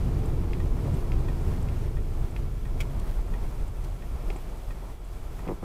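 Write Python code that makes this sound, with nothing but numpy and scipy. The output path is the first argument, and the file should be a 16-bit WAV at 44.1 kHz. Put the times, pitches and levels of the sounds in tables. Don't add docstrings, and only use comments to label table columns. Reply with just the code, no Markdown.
import sys
import numpy as np
from scipy import signal
from scipy.fft import rfft, irfft
from scipy.io import wavfile
from scipy.ndimage import uniform_filter1d

SR = 44100
rng = np.random.default_rng(int(sys.argv[2]) if len(sys.argv) > 2 else 0)


def store_pcm(level_fs):
    pcm = np.round(np.clip(level_fs, -1, 1) * 32767).astype(np.int16)
    wavfile.write(sys.argv[1], SR, np.atleast_2d(pcm).T)


N = 248714
TIME = np.arange(N) / SR

# time_s, pace_db
PACE = [(0, 1), (.9, 1), (1.6, -2.5), (2.4, -4.5), (3.1, -9), (4, -12.5), (4.6, -15), (4.96, -20),
        (5.2, -15.5), (5.64, -16)]
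# time_s, sway_db
LEVEL_SWAY = [(0, 0), (.7, -1), (.95, 0), (1.1, 0), (1.5, 1.5), (2.05, -2), (2.25, 0.5), (2.6, -3),
              (2.8, 2), (3.45, 2.5), (3.74, 0.5), (3.88, 2.5), (4.0, 1.5), (4.3, 4.5), (4.6, 3.5),
              (4.77, 3.5), (4.9, 5), (4.98, 1), (5.25, 3), (5.45, 4), (5.64, 2.5)]
# middle_s, body_db, tyres_db
BUMPS = [(.17, -1.5, 2), (.49, 8, -3.5), (.73, 3.5, -9), (.85, -13, 1.5), (.94, -6, 3.5), (1.16, 6, 1.5),
         (1.50, 0, 4), (1.85, 0.5, 3.5), (1.98, 3.5, 0.5), (2.23, 4.5, 2.5), (2.43, 2, 4.5), (2.73, 4.5, 3),
         (2.81, 4.5, 3), (2.97, 2.5, 3), (3.079, 7, 4), (3.19, 8, -4), (3.32, 7, 2), (3.44, 6, 0),
         (3.62, 6.5, 7.5), (3.81, 4, 1), (3.92, 4.5, 0), (4.15, 5.5, -2), (4.29, 8, -10), (4.69, 6.5, 6)]
# middle_s, half_length_s, body_db, tyres_db, hiss_db
DIPS = [(0.495, 0.08, -5.5, 0, -1), (1.035, 0.047, 0, -6.5, 0.5), (1.764, 0.13, -1.5, 2.5, 0),
        (2.303, 0.034, -6, -8, -.5), (3.72, 0.035, -1, 4.5, -2), (3.99, 0.032, -5.5, -1, -2),
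        (4.4, .04, -0.5, -3, 0), (4.635, 0.081, -2, -6, 0), (5.0, .055, -0.5, -4, -3),
        (5.6, 0.027, -4, -3, -2.5)]
# base_db, then db gained per db of pace, of sway, of bump
HISS_RESPONSE = (-55.2, 0.15, 0.5, 0.03)
ENGINE_RESPONSE = (1, 1, 0.75, 0)
DRONE_RESPONSE = (-41, 1.32, 0.7, 0.28)
BOOM_RESPONSE = (-26.5, 0.53, 0.12, 1.18)
RUMBLE_RESPONSE = (-31.5, 0.97, 0.59, 1)
CRUNCH_RESPONSE = (-44, 0.58, 1.54, 0.23)

# pitch_hz, relative_db
HISS_COLOUR = [(300, 15.5), (900, 10.5), (1600, 8.5), (2400, 5.5), (3000, 5.5), (4200, 2), (6500, 1),
               (8500, 1), (12000, -0.5), (15000, -1.5), (16000, -24)]
BOOM_COLOUR = [(8, -17), (18, -1), (27, 5.5), (35, 2), (45, 3), (56, -6), (68, -17), (100, -24.5)]
RUMBLE_COLOUR = [(45, -17), (65, -1), (87, 2), (110, -4), (150, -9.5), (185, -12.5), (215, -20.5),
                 (300, -27)]
CRUNCH_COLOUR = [(120, 0), (185, 5), (218, -2), (250, 0), (300, -1), (355, 1.5), (440, -1.5), (530, -3),
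                 (620, -2.5), (950, -6), (1250, -10.5), (1600, -19.5), (2400, -20.5), (3000, -31),
                 (5000, -30.5)]
SPRAY_COLOUR = [(1500, 11), (3000, 6), (5500, -2.5), (8500, -3), (12000, -1), (15000, -4)]
# pitch_hz, width_hz, level_db
WHISTLES = [(1348, 14, -69), (2280, 90, -72), (3335, 50, -76), (7903, 6, -82.5)]
# pitch_hz, width_hz, relative_db
CABIN_HUMS = [(85, 7, -7), (132, 7, -11), (146, 7, -12)]
PANEL_HUMS = [(244.5, 17.2, -4.5), (285, 31, -11.5), (343.6, 14.3, -5.5), (386, 17, -12), (432.5, 31, -8)]
# time_s, firings_per_s
ENGINE_SPEED = [(0, 31.4), (2, 25.1), (4, 25), (5.64, 23)]
# multiple_of_firing_rate, relative_db
ENGINE_TONES = [(1, -43.5), (2, -52), (3, -65), (4, -58)]

# middle_s, half_length_s, level_db
SPRAYS = [(0.27, .03, -61), (0.983, 0.047, -56.5), (1.513, 0.063, -57), (2.25, 0.044, -61),
          (3.1, .08, -58.5), (3.46, 0.061, -62), (3.862, 0.028, -62)]
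# start_s, strength_db
CRACKLES = [(2.999, -44), (3.841, -49), (3.846, -43.5)]
CLUNKS = [(2.361, -31), (4.3025, -23.5), (4.3595, -28)]
TRIM_HITS = [(0.5322, -28), (1.118, -29), (1.686, -34.5), (2.3625, -29.5), (4.3015, -27.5), (4.3605, -40),
             (5.4765, -35.5), (5.485, -38)]
KNOCKS = [(5.468, -25), (5.478, -32), (5.4849, -20), (5.493, -19), (5.504, -22), (5.513, -20.5),
          (5.524, -28.5), (5.626, -23), (5.636, -20)]
# start_s, strength_db, crack_relative_db
SNAPS = [(2.8040, -27, -5.5), (2.8075, -28, -3), (2.8114, -31, -3), (2.8142, -35, -2), (2.8185, -35, -6)]
# pitch_hz, relative_db, fade_s
CLUNK_TONES = [(375, -5, .032), (480, -6, .018), (630, -12, .02), (870, -15, .025)]
TRIM_TONES = [(1350, -19, .01), (2060, -9, .011), (2250, -4, .011), (2490, -5, .011), (3080, -15, .008),
              (3340, -12.5, .01)]
SNAP_TONES = [(620, -14, .015), (1180, -15, .016), (1370, -12, .02), (1890, -15, .012), (2290, -2, .014),
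              (2590, -9, .013), (2900, -16, .01), (3330, -9.5, .02), (4850, -18, .01), (5520, -19, .013),
              (9700, -21, .006), (11800, -19, .006)]
KNOCK_TONES = [(179, -8, .11), (282, -10.5, .06), (338, -8, .06), (400, -10, .05), (464, -8.5, .045),
               (545, -10.5, .03), (665, -12, .022), (850, -9, .02), (915, -9, .02), (1020, -11.5, .018),
               (1220, -17, .015), (2020, -27, .014)]
TICK_TONES = [(7600, 0, 0.011), (7830, -15, 0.0099), (8600, -2, 0.0089), (9200, -12, 0.007)]
TOCK_TONES = [(960, -12, .02), (1190, -10, .022), (1350, -14, .018), (1870, -6, .018), (1990, -10, .014),
              (2460, -8, .014), (2640, -17, .01), (3330, -18, .01)]

# tick_change_db, tock_change_db
BLINKS = [(1, 3.5), (.5, 3), (-.5, -1), (-4.5, -1.5), (-.5, 2.5), (-3, -3.5), (1, 0), (-6, -3)]
# offset_s, relative_db
RELAY_CLOSING = [(0, -2.5), (.0035, -4.5)]
# offset_s, relative_db
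RELAY_OPENING = [(-.0031, -8), (0, 0), (.0135, -10)]


def from_db(db):
    return 10 ** (np.asarray(db) / 20)


def unit_level(x):
    return x / np.sqrt(np.mean(x ** 2) + 1e-20)


def curve(rows):
    return np.interp(TIME, *np.transpose(rows))


def drift(rate_hz):
    hz = np.arange(N // 2 + 1) * SR / N
    return unit_level(irfft(rfft(rng.standard_normal(N)) / (1 + (hz / rate_hz) ** 2), N))


def colour(x, spectrum):
    hz, db = np.transpose(spectrum)
    all_hz = np.maximum(np.arange(N // 2 + 1) * SR / N, 1)
    ends = np.minimum(1, np.minimum(all_hz / hz[0], hz[-1] / all_hz)) ** 4
    shape = from_db(np.interp(np.log(all_hz), np.log(hz), db))
    return unit_level(irfft(rfft(x) * ends * shape, N))


def steady(x, seconds):
    return x / np.sqrt(uniform_filter1d(x ** 2, max(2, int(seconds * SR))) + 1e-6)


def hum(hz, width_hz):
    band = signal.iirpeak(hz, hz / width_hz, fs=SR)
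    return unit_level(signal.lfilter(*band, rng.standard_normal(N)))


def grit(per_s, spread_db):
    sizes = from_db(spread_db * np.minimum(rng.exponential(1, N), 4)) * rng.choice([-1, 1], N)
    return unit_level(sizes * (rng.random(N) < per_s / SR))


def clicks(times, levels_db):
    out = np.zeros(N)
    out[np.clip(np.round(np.asarray(times) * SR).astype(int), 0, N - 1)] = from_db(levels_db)
    return out


def strike(times, levels_db, tones):
    out = np.zeros(N)
    for k, (hz, db, fade_s) in enumerate(tones):
        decay = np.exp(-np.log(1000) / (fade_s * SR))
        angle = 2 * np.pi * hz / SR
        force = clicks(times, levels_db + db + rng.standard_normal(len(times)))
        feedback = [1, -2 * decay * np.cos(angle), decay * decay]
        out += (-1) ** k * signal.lfilter([0, np.sin(angle)], feedback, force + 1e-18)
    return out


def dying_noise(fade_s):
    t = TIME[:SR // 4]
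    return rng.standard_normal(len(t)) * np.exp(-np.log(1000) * t / fade_s)


def crack(times, levels_db, fade_s, band_hz=(900, 7000), order=1):
    bursts = signal.fftconvolve(clicks(times, levels_db), dying_noise(fade_s))[:N]
    return signal.sosfilt(signal.butter(order, band_hz, "band", fs=SR, output="sos"), bursts)


def bounce(times, levels_db, pattern):
    offset_s, hit_db = np.transpose(pattern)
    return (times[:, None] + offset_s).ravel(), (levels_db[:, None] + hit_db).ravel()


def swells(middle_s, half_length_s):
    return np.exp(-((TIME - middle_s[:, None]) / np.reshape(half_length_s, (-1, 1))) ** 2)


def level_changes():
    bump_s, heave_db, thud_db = np.transpose(BUMPS)
    dip_s, half_length_s, body_db, tyres_db, hiss_db = np.transpose(DIPS)
    bumps = swells(bump_s, half_length_s=0.032)
    dips = swells(dip_s, half_length_s)
    return heave_db @ bumps + body_db @ dips, thud_db @ bumps + tyres_db @ dips, hiss_db @ dips


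def layer_db(response, bump_db):
    base_db, by_pace, by_sway, by_bump = response
    return base_db + by_pace * curve(PACE) + by_sway * curve(LEVEL_SWAY) + by_bump * bump_db


def hiss_and_whistles(hiss_db):
    hiss = colour(rng.standard_normal(N) + 0.32 * grit(per_s=760, spread_db=1.5), HISS_COLOUR)
    flicker_db = .6 * drift(rate_hz=12)
    whistles = sum(from_db(db) * hum(hz, width) for hz, width, db in WHISTLES)
    return from_db(hiss_db + flicker_db) * hiss + whistles


def engine(gain_db, wobble=0.016, flutter_db=7.0):
    firing_hz = curve(ENGINE_SPEED) * (1 + wobble * drift(rate_hz=4.9))
    phase = 2 * np.pi * np.cumsum(firing_hz) / SR
    out = np.zeros(N)
    for multiple, db in ENGINE_TONES:
        strength = from_db(db + flutter_db * drift(rate_hz=10))
        out += strength * np.sin(multiple * phase + rng.uniform(0, 2 * np.pi))
    return from_db(gain_db) * out


def cabin_air(rumble_db):
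    hums = sum(from_db(db) * steady(hum(hz, width), seconds=0.17) for hz, width, db in CABIN_HUMS)
    return from_db(rumble_db) * hums


def floor_panels(drone_db):
    drone = sum(from_db(db) * hum(hz, width) for hz, width, db in PANEL_HUMS)
    drone = signal.sosfilt(signal.butter(2, [170, 650], "band", fs=SR, output="sos"), drone)
    return from_db(drone_db) * steady(drone, seconds=0.14)


def body_boom(boom_db):
    return from_db(boom_db) * steady(colour(rng.standard_normal(N), BOOM_COLOUR), seconds=0.055)


def tyres(rumble_db, crunch_db):
    rumble = steady(colour(rng.standard_normal(N), RUMBLE_COLOUR), seconds=0.068)
    crunch = colour(rng.standard_normal(N) + 0.74 * grit(per_s=900, spread_db=1), CRUNCH_COLOUR)
    jitter_db = .9 * drift(rate_hz=14)
    return from_db(rumble_db) * rumble + from_db(crunch_db + jitter_db) * crunch


def grit_crackles():
    return crack(*np.transpose(CRACKLES), fade_s=0.026)


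def grit_spray():
    middle_s, half_length_s, level_db = np.transpose(SPRAYS)
    showers = from_db(level_db) @ swells(middle_s, half_length_s)
    return showers * colour(grit(per_s=870, spread_db=3), SPRAY_COLOUR)


def suspension_groan(middle_s=.87, half_length_s=.04, level_db=-43.5):
    swell = np.exp(-((TIME - middle_s) / half_length_s) ** 2)
    return from_db(level_db) * swell * steady(hum(hz=595, width_hz=60), seconds=0.07)


def suspension_clunks():
    return strike(*np.transpose(CLUNKS), CLUNK_TONES)


def trim_clicks():
    times, level_db = np.transpose(TRIM_HITS)
    rasp = crack(times, level_db, fade_s=.03, band_hz=(2000, 3600), order=2)
    return strike(times, level_db, TRIM_TONES) + rasp


def panel_snap():
    times, level_db, crack_db = np.transpose(SNAPS)
    edge = crack(times, level_db + crack_db, fade_s=.016)
    hollow = crack(times, level_db - 7, fade_s=.07, band_hz=(800, 3000), order=2)
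    return strike(times, level_db, SNAP_TONES) + edge + hollow


def loose_knocks():
    return strike(*np.transpose(KNOCKS), KNOCK_TONES)


def indicator(first_s=.257, blink_s=.6843, lit_s=.3445, tick_db=-45, tock_db=-34, clack_db=-52):
    close_db, open_db = np.transpose(BLINKS)
    starts = first_s + blink_s * np.arange(len(BLINKS))
    closes, close_db = bounce(starts, close_db, RELAY_CLOSING)
    opens, open_db = bounce(starts + lit_s, open_db, RELAY_OPENING)
    clack = crack(opens, clack_db + open_db, fade_s=.04)
    tick = strike(closes, tick_db + close_db, TICK_TONES)
    tock = strike(opens, tock_db + open_db, TOCK_TONES)
    return tick + tock + clack


def cabin_echo(x, echo_db=-8):
    tail = np.concatenate([np.zeros(SR // 400), dying_noise(fade_s=.05)])
    return x + from_db(echo_db) * signal.fftconvolve(x, tail / np.linalg.norm(tail))[:N]


def scene():
    body_db, tyres_db, dip_db = level_changes()
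    rumble_db = layer_db(RUMBLE_RESPONSE, tyres_db)
    rolling = body_boom(layer_db(BOOM_RESPONSE, body_db))
    rolling += tyres(rumble_db, layer_db(CRUNCH_RESPONSE, body_db))
    rolling += cabin_air(rumble_db) + floor_panels(layer_db(DRONE_RESPONSE, tyres_db))
    rolling += suspension_groan() + grit_crackles()
    motor = engine(layer_db(ENGINE_RESPONSE, bump_db=0))
    hits = indicator() + trim_clicks() + panel_snap() + loose_knocks()
    hits += suspension_clunks() + grit_spray()
    hiss_layer = hiss_and_whistles(layer_db(HISS_RESPONSE, body_db) + dip_db)
    return (rolling + motor + hiss_layer + cabin_echo(hits))[None]


def record(dry, cutoff_hz=15700):
    return signal.sosfilt(signal.ellip(12, .1, 80, cutoff_hz, fs=SR, output="sos"), dry)


dry = scene()
out = record(dry)
store_pcm(out)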